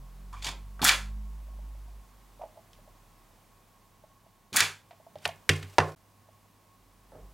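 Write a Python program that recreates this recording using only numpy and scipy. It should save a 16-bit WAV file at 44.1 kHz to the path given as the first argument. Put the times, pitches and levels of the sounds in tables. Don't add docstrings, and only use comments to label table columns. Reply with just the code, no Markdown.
import sys
import numpy as np
from scipy import signal
from scipy.fft import rfft, irfft
from scipy.io import wavfile
from scipy.ndimage import uniform_filter1d

SR = 44100
rng = np.random.default_rng(int(sys.argv[2]) if len(sys.argv) > 2 else 0)


def unload_audio(sound):
    columns = np.transpose(np.atleast_2d(sound))
    steps = np.round(np.clip(columns, -1, 1) * 32767)
    wavfile.write(sys.argv[1], SR, steps.astype(np.int16))


N = 323557
T = np.arange(N) / SR

# (frequency [Hz], relative density [dB per Hz])
AIR_COLOUR = [(15, -35), (30, -15.5), (45, -5), (70, -13.5), (100, -8), (125, -9), (195, -8), (300, -13),
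              (450, -16.5), (700, -14.5), (1050, -13.5), (1350, -21), (4000, -27), (16000, -30)]
# (time [s], level [dB])
AIR_LEVEL = [(0, -60.5), (1.5, -60.5), (3.3, -61.5), (4.5, -65), (5.2, -62), (5.9, -58.5), (5.96, -63.5),
             (6.9, -63.5), (7.34, -61)]
AIR_SIDE_DB = -10
FAN_HZ, FAN_WIDTH_HZ, FAN_DB = 1093, 25, -72.5
HUM_HZ, HUM_DB = 100.5, -68.5

# (time [s], firing rate [Hz], level of the fundamental [dB])
ENGINE_PASSES = [
    [(0, 43.4, -45), (.12, 44.5, -47.5), (.4, 47.67, -42), (.75, 48.54, -43.5), (1.15, 51.34, -35.5),
     (1.47, 51.27, -42), (1.63, 50.8, -39.5), (2.0, 49.46, -46.5), (2.06, 47.76, -58), (2.45, 43.76, -57),
     (2.62, 41, -71), (2.78, 38.1, -58), (3.7, 37.1, -70), (4.5, 37.1, -72)],
    [(6.5, 43.1, -78.5), (7.19, 46.7, -58.5), (7.24, 47.7, -46.5), (7.34, 50.3, -58)],
]
# (multiple of firing rate, relative level [dB])
ENGINE_ORDERS = [(2, -0.5), (3, -4.5), (4, -1), (5, -15)]
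OVERTONES_DB, COASTING_DB = -17.5, -7
THROTTLE_S = .1

# (time [s], peak before body ring [dB], centre [Hz], width / centre)
TIP_CLICKS = [(0.327, -38.5, 1030, 0.21), (.329, -45.5, 3020, 2.5), (.339, -38.5, 1080, .4),
              (.365, -51, 2350, .23), (.405, -51, 2400, .23), (.4235, -32, 3600, 1.1),
              (.445, -25, 3800, .9), (.467, -23, 3600, 1.1), (.480, -34.5, 940, .8), (.488, -31, 3500, 1.5),
              (.794, -34, 900, .9), (.808, -38.5, 1084, .3), (4.541, -27, 5000, 1.8),
              (4.543, -29.5, 897, 0.58)]
TIP_CLICK_T60_S = 0.05
# (time [s], level [dB])
SCRAPE = [(.33, -61), (.38, -59.5), (.418, -63.5), (.424, -47.5), (.44, -47.5), (.447, -37), (.47, -36),
          (.5, -44), (.525, -52)]
# (frequency [Hz], relative density [dB per Hz])
SCRAPE_COLOUR = [(300, -18), (1000, -1), (1600, -11.5), (2400, -4.5), (2900, -8), (3450, 4), (3950, -11),
                 (4500, -3), (5500, -8.5), (7200, -6), (10000, -16.5), (16000, -27.5)]
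# (tips land [s], landing [dB], switch [s], switch centre [Hz],
# current on [s], current off [s], pull-in [dB], drop-out [dB], bounce after current off [s])
WELDS = [(.817, -23.5, .828, 810, .8440, 0.892, -5, -3.5, .022),
         (4.529, -31.5, 4.558, 1400, 4.5623, 4.6045, -5.5, -4, .015)]
# (t60 [s], centre [Hz], width / centre)
LANDING = (0.055, 3500, 0.74)
# (level re pull-in [dB], t60 [s], width / centre)
SWITCH = (-13.5, .03, 0.54)
PRESS_DB, PRESS_RISE_DB = -11.5, 7
# (time after current on [s], level re pull-in [dB], t60 [s], centre [Hz], width / centre)
PULL_IN = [(0, 1, .006, 8800, 1.15), (.004, -1.5, .04, 7000, 1.6), (.0063, -8, .04, 1680, .85)]
# (start after current on [s], first level [dB], last level [dB])
SIZZLE = [(.005, -26.5, -18.5), (.005, -27, -27)]
# (frequency [Hz], relative density [dB per Hz])
SIZZLE_COLOUR = [(200, -39.5), (600, -15), (1500, -6), (2300, -9), (3500, -3.5), (7000, -11.5),
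                 (12000, -17), (16000, -19)]
# (level re drop-out [dB], t60 [s], centre [Hz], width / centre)
DROP_OUT = [(-10, .011, 9000, 2.8), (0, .035, 2850, 1.9)]
# (level re drop-out [dB], t60 [s], centre [Hz], width / centre)
BOUNCE = (-15, 0.2972, 2270, 3.2)
# (centre [Hz], width [Hz], relative gain [dB])
CONTACTOR = [(1500, 650, -5), (2340, 130, -1), (3435, 83, 2), (4400, 400, -6), (6670, 600, -3.5),
             (7500, 400, -5), (9700, 1600, -7.5)]

# (time [s], crack peak [dB], crack centre [Hz], boom before bench modes [dB])
KNOCKS = [(.462, -43.5, 280, -43), (.814, -28.5, 240, -35), (2.418, -49, 2000, -75),
          (2.732, -47, 3300, -75), (4.524, -40, 220, -49), (4.546, -40, 230.3, -52.5),
          (4.608, -40, 420, -38.5), (4.909, -45.5, 2190, -68.5), (5.156, -46, 2830, -53),
          (5.185, -48, 3180, -70), (5.277, -26.5, 8000, -52), (5.290, -33, 2390, -54.5),
          (5.359, -51, 5970, -64.5), (5.52, -30, 420, -61), (5.534, -30.5, 2500, -61),
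          (5.628, -35.5, 2170, -39.5), (5.698, -49.5, 5000, -64.5), (5.802, -13.5, 1100, -35),
          (5.818, -23.5, 474, -50), (7.119, -44.5, 586, -58), (7.148, -44, 550, -49),
          (7.18, -51.5, 420, -60.5)]
KNOCK_T60_S = 0.048
KNOCK_ROOM_DB, NEAR_DB_PER_DB = -6.5, 0.1962
# (nominal frequency [Hz], relative level before tilt [dB], t60 [s])
BENCH = [(94.8, 1, 0.34), (153.5, -3.5, 0.37), (199, -11, 0.15), (280, -7.5, 0.11), (406, -13.5, 0.24)]
BOOM_TILT_DB_PER_OCTAVE = 2
# (time [s], peak [dB], nominal pitch [Hz])
TAPS = [(1.481, -53, 610), (1.533, -57, 711.4), (1.589, -50, 619), (1.749, -55.5, 600), (1.879, -53, 721),
        (2.395, -43, 602), (2.407, -45, 639), (2.414, -32, 711), (2.426, -37.5, 717), (2.436, -31.5, 643),
        (2.450, -45, 638), (2.457, -42, 634), (2.556, -53, 680), (2.588, -50, 634), (2.573, -41.5, 648.6),
        (2.788, -51, 604.6), (2.876, -48.5, 617), (4.038, -45.5, 636.5), (4.263, -53.5, 648),
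        (4.909, -42, 716), (4.929, -48.5, 657), (5.0, -48.5, 633), (5.066, -42.5, 677), (5.156, -34, 609),
        (5.289, -29, 689), (6.287, -51, 637), (7.258, -56.5, 800)]
# (nominal multiple of pitch, relative level [dB], t60 [s])
HOUSING = [(1, 3, .04), (1.3, -3, 0.034), (1.55, -15, .03)]
TAP_ROOM_DB = -12.5
# (time [s], crack peak [dB], crack centre [Hz], boom before bench modes [dB],
# edge centre [Hz], edge peak [dB], thud centre [Hz], thud peak [dB], room send [dB])
DROPS = [(5.2535, -12.5, 2300, -43.5, 7000, -28, 750, -23.5, -10.5),
         (5.492, -4.5, 2230, -21.5, 5500, -11.5, 400, -21, -8.5),
         (5.7834, -2.5, 844, -24.5, 4200, -12.5, 594, -15.5, -8.5)]
RATTLE_S, RATTLE_DB, THUD_LATE_S = .0028, -3.5, .003
DROP_T60_S, EDGE_T60_S, THUD_T60_S = .018, 0.023, .05
EDGE_ROOM_DB = 2.5
# (nominal frequency [Hz], relative level [dB], t60 [s])
TOOL = [(2020, 0, .06), (2755, -2.5, .1), (3365, -12.5, .09), (4790, -8, 0.079), (5809, -20, .1)]
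TOOL_RING_DB = -10.5
# (time [s], hold [s], level [dB])
SLIDES = [(5.255, .005, -50), (5.56, 0.068, -54.5), (5.70, .04, -57.5), (5.845, .11, -56.5)]
# (frequency [Hz], relative density [dB per Hz])
SLIDE_COLOUR = [(300, -4.5), (2000, 2), (4500, -0.5), (9000, -5.5), (16000, -18)]
SLIDE_ATTACK_S, SLIDE_RELEASE_S, SLIDE_FADE_DB = .045, .06, 17.5

# (centre [Hz], t60 [s], level [dB], side re mid [dB])
ROOM = [(94, 0.3, -15, -22), (390, .3, -11.5, -18), (1500, .27, -10, -17), (4000, 0.18, -17.5, -12.5),
        (10000, 0.23, -11, -7)]
ROOM_GAP_S = .004
# (start [s], end [s])
SILENCE = (5.951, 5.960)
# (frequency [Hz], left minus right [dB])
PAN = [(60, -1.24), (1500, -2), (4000, -0.7), (10000, 0.96)]
TOP_HZ = 16000


def undb(db):
    return 10 ** (np.asarray(db) / 20)


def unit(x):
    return x / np.sqrt(np.mean(x ** 2))


def ring(x, hz, width_hz):
    return signal.lfilter(*signal.iirpeak(hz, hz / width_hz, fs=SR), x)


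def colour(x, points):
    hz, db = np.transpose(points)
    f = np.maximum(np.fft.rfftfreq(x.shape[-1], 1 / SR), 1)
    gain = undb(np.interp(np.log(f), np.log(hz), db))
    return irfft(rfft(x) * gain, x.shape[-1])


def walk(rate_hz):
    k = int(SR / rate_hz)
    steps = np.repeat(rng.standard_normal(N // k + 1), k)
    return unit(uniform_filter1d(uniform_filter1d(steps, k), k)[:N])


def swell(table):
    s, db = np.transpose(table)
    return np.where((T > s[0]) & (T < s[-1]), undb(np.interp(T, s, db)), 0)


def grains(points, rate_hz, uneven_db):
    noise = rng.standard_normal(N) * undb(uneven_db * walk(rate_hz))
    return unit(colour(noise, points))


def add(out, s, x):
    i = int(s * SR)
    out[:, i:i + x.shape[-1]] += x[..., :N - i]


def crack(t60_s, hz, breadth, room_db):
    t = T[:SR // 5]
    rattle = rng.standard_normal(len(t)) * undb(-60 * t / t60_s) + 3 * (t == 0)
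    width_hz = min(breadth * hz, 15000)
    x = ring(ring(np.array([rattle, t == 0]), hz, width_hz), hz, width_hz)
    x[1] *= undb(room_db) * np.sqrt(np.sum(x[0] ** 2) / np.sum(x[1] ** 2))
    return x / np.abs(x[0]).max()


def modes(table, pitch, soft_s):
    t = T[:SR // 2]
    detune = 1 + .008 * rng.standard_normal(len(table))
    x = 0
    for (multiple, db, t60_s), d in zip(table, detune):
        x = x + undb(db - 60 * t / t60_s) * np.sin(2 * np.pi * multiple * pitch * d * t)
    return x * (1 - np.exp(-t / soft_s))


def background():
    mid, side = (unit(x) for x in colour(rng.standard_normal((2, N)), AIR_COLOUR))
    stereo = mid + undb(AIR_SIDE_DB) * side * np.array([[1], [-1]])
    air = undb(np.interp(T, *np.transpose(AIR_LEVEL))) * stereo
    whine = ring(ring(rng.standard_normal(N), FAN_HZ, FAN_WIDTH_HZ), FAN_HZ, FAN_WIDTH_HZ)
    fan = undb(FAN_DB + 0.67 * walk(2)) * unit(whine)
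    hum = np.sqrt(2) * undb(HUM_DB + 2.5 * walk(4.9)) * np.sin(2 * np.pi * HUM_HZ * T)
    return air + fan + hum


def engine():
    out = np.zeros(N)
    for table in ENGINE_PASSES:
        s, hz, db = np.transpose(table)
        rate_hz = np.interp(T, s, hz)
        phase = 2 * np.pi * np.cumsum(rate_hz + .6 * walk(26)) / SR
        over = sum(undb(d + 4.0 * walk(13)) * np.sin(m * phase) for m, d in ENGINE_ORDERS)
        coasting = uniform_filter1d(1. * (np.gradient(rate_hz) < 0), int(THROTTLE_S * SR))
        shape = np.sin(phase) + undb(OVERTONES_DB + COASTING_DB * coasting) * over
        tone = undb(np.interp(T, s, db)) * shape
        out += np.sqrt(2) * tone * (T >= s[0]) * (T <= s[-1])
    return out


def welder():
    blows = [(s, db, TIP_CLICK_T60_S, hz, breadth) for s, db, hz, breadth in TIP_CLICKS]
    gain = 0
    for weld, (wait_s, first_db, last_db) in zip(WELDS, SIZZLE):
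        land, land_db, switch, switch_hz, on, off, pull_db, out_db, bounce_s = weld
        blows.append((land, land_db, *LANDING))
        blows.append((switch, pull_db + SWITCH[0], SWITCH[1], switch_hz, SWITCH[2]))
        blows += [(on + s, pull_db + d, *rest) for s, d, *rest in PULL_IN]
        blows += [(off, out_db + d, *rest) for d, *rest in DROP_OUT]
        blows.append((off + bounce_s, out_db + BOUNCE[0], *BOUNCE[1:]))
        press_db = land_db + PRESS_DB
        gain = gain + swell([(land, press_db), (on, press_db + PRESS_RISE_DB)])
        gain = gain + swell([(on + wait_s, first_db), (off - .002, last_db)])
    raw = gain * grains(SIZZLE_COLOUR, 2000, 2.1) * np.ones((2, 1))
    for s, db, t60_s, hz, breadth in blows:
        add(raw, s, undb(db) * crack(t60_s, hz, breadth, 0))
    resonances = sum(undb(db) * ring(raw, hz, width_hz) for hz, width_hz, db in CONTACTOR)
    body = .75 * raw + .9 * resonances
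    return body + swell(SCRAPE) * grains(SCRAPE_COLOUR, 370, 3.0)


def knocks():
    cracks, booms = [], []
    for s, db, hz, boom_db in KNOCKS:
        room_db = KNOCK_ROOM_DB - NEAR_DB_PER_DB * (db + 10)
        cracks.append((s, db, hz, KNOCK_T60_S * np.sqrt(1000 / hz), room_db))
        booms.append((s, boom_db))
    return cracks, booms


def drops():
    cracks, booms = [], []
    for s, db, hz, boom_db, edge_hz, edge_db, thud_hz, thud_db, room_db in DROPS:
        for k in range(3):
            cracks.append((s + k * RATTLE_S, db + k * RATTLE_DB, hz, DROP_T60_S, room_db))
        cracks.append((s, edge_db, edge_hz, EDGE_T60_S, room_db + EDGE_ROOM_DB))
        cracks.append((s + THUD_LATE_S, thud_db, thud_hz, THUD_T60_S, room_db))
        booms.append((s, boom_db))
    return cracks, booms


def slides():
    gain = 0
    for s, hold_s, db in SLIDES:
        end = s + hold_s
        fade_db = db - SLIDE_FADE_DB
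        gain = gain + swell([(s - SLIDE_ATTACK_S, fade_db), (s, db), (end, db), (end + SLIDE_RELEASE_S, fade_db)])
    return gain * grains(SLIDE_COLOUR, 120, 3.8)


def handling():
    out = np.zeros((2, N))
    knock_cracks, knock_booms = knocks()
    drop_cracks, drop_booms = drops()
    for s, db, hz, t60_s, room_db in knock_cracks + drop_cracks:
        add(out, s, undb(db) * crack(t60_s, hz, .7 if hz < 780 else 1.2, room_db))
    bench = [(f, d + BOOM_TILT_DB_PER_OCTAVE * np.log2(f / BENCH[0][0]), t60_s) for f, d, t60_s in BENCH]
    for s, db in knock_booms + drop_booms:
        add(out[:1], s, undb(db) * modes(bench, 0.99, 0.0053))
    for s, db, hz in TAPS:
        tap = modes(HOUSING, hz, 0.0018)
        add(out, s, undb([[db], [db + TAP_ROOM_DB]]) * tap / np.abs(tap).max())
    for s, _, _, _, _, edge_db, *_ in DROPS:
        add(out[:1], s, undb(edge_db + TOOL_RING_DB) * modes(TOOL, 0.98, .0003))
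    out[0] += slides()
    return out


def room(x):
    t, answer = T[:SR // 2], 0
    for hz, t60_s, db, side_db in ROOM:
        mid, side = ring(rng.standard_normal((2, len(t))), hz, 1.2 * hz)
        band = unit(mid) + undb(side_db) * unit(side) * np.array([[1], [-1]])
        energy_norm = np.sqrt(np.log(1e6) / t60_s / SR)
        answer = answer + undb(db - 60 * t / t60_s) * band * energy_norm
    onset = np.clip((t - ROOM_GAP_S) / 0.005, 0, 1)
    return signal.fftconvolve(x[None], answer * onset, axes=1)[:, :N]


def scene():
    near, sent = welder() + handling()
    stop, back = SILENCE
    before = T < stop
    wet = np.where(before, room(sent), room(sent * (T > stop + .5)))
    near = near * (before | (T > stop + .25))
    heard = np.interp(T, [stop - .002, stop, back, back + 0.0015], [1, 0, 0, 1])
    mix = heard * (near + wet + engine() + background())
    left = colour(mix[0], [(hz, db / 2) for hz, db in PAN])
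    right = colour(mix[1], [(hz, -db / 2) for hz, db in PAN])
    return np.array([left, right])


def record(dry):
    lowpass = signal.ellip(10, .2, 80, TOP_HZ, fs=SR, output="sos")
    return signal.sosfilt(lowpass, np.tanh(1.1 * dry) / 1.1)


dry = scene()
out = record(dry)
unload_audio(out)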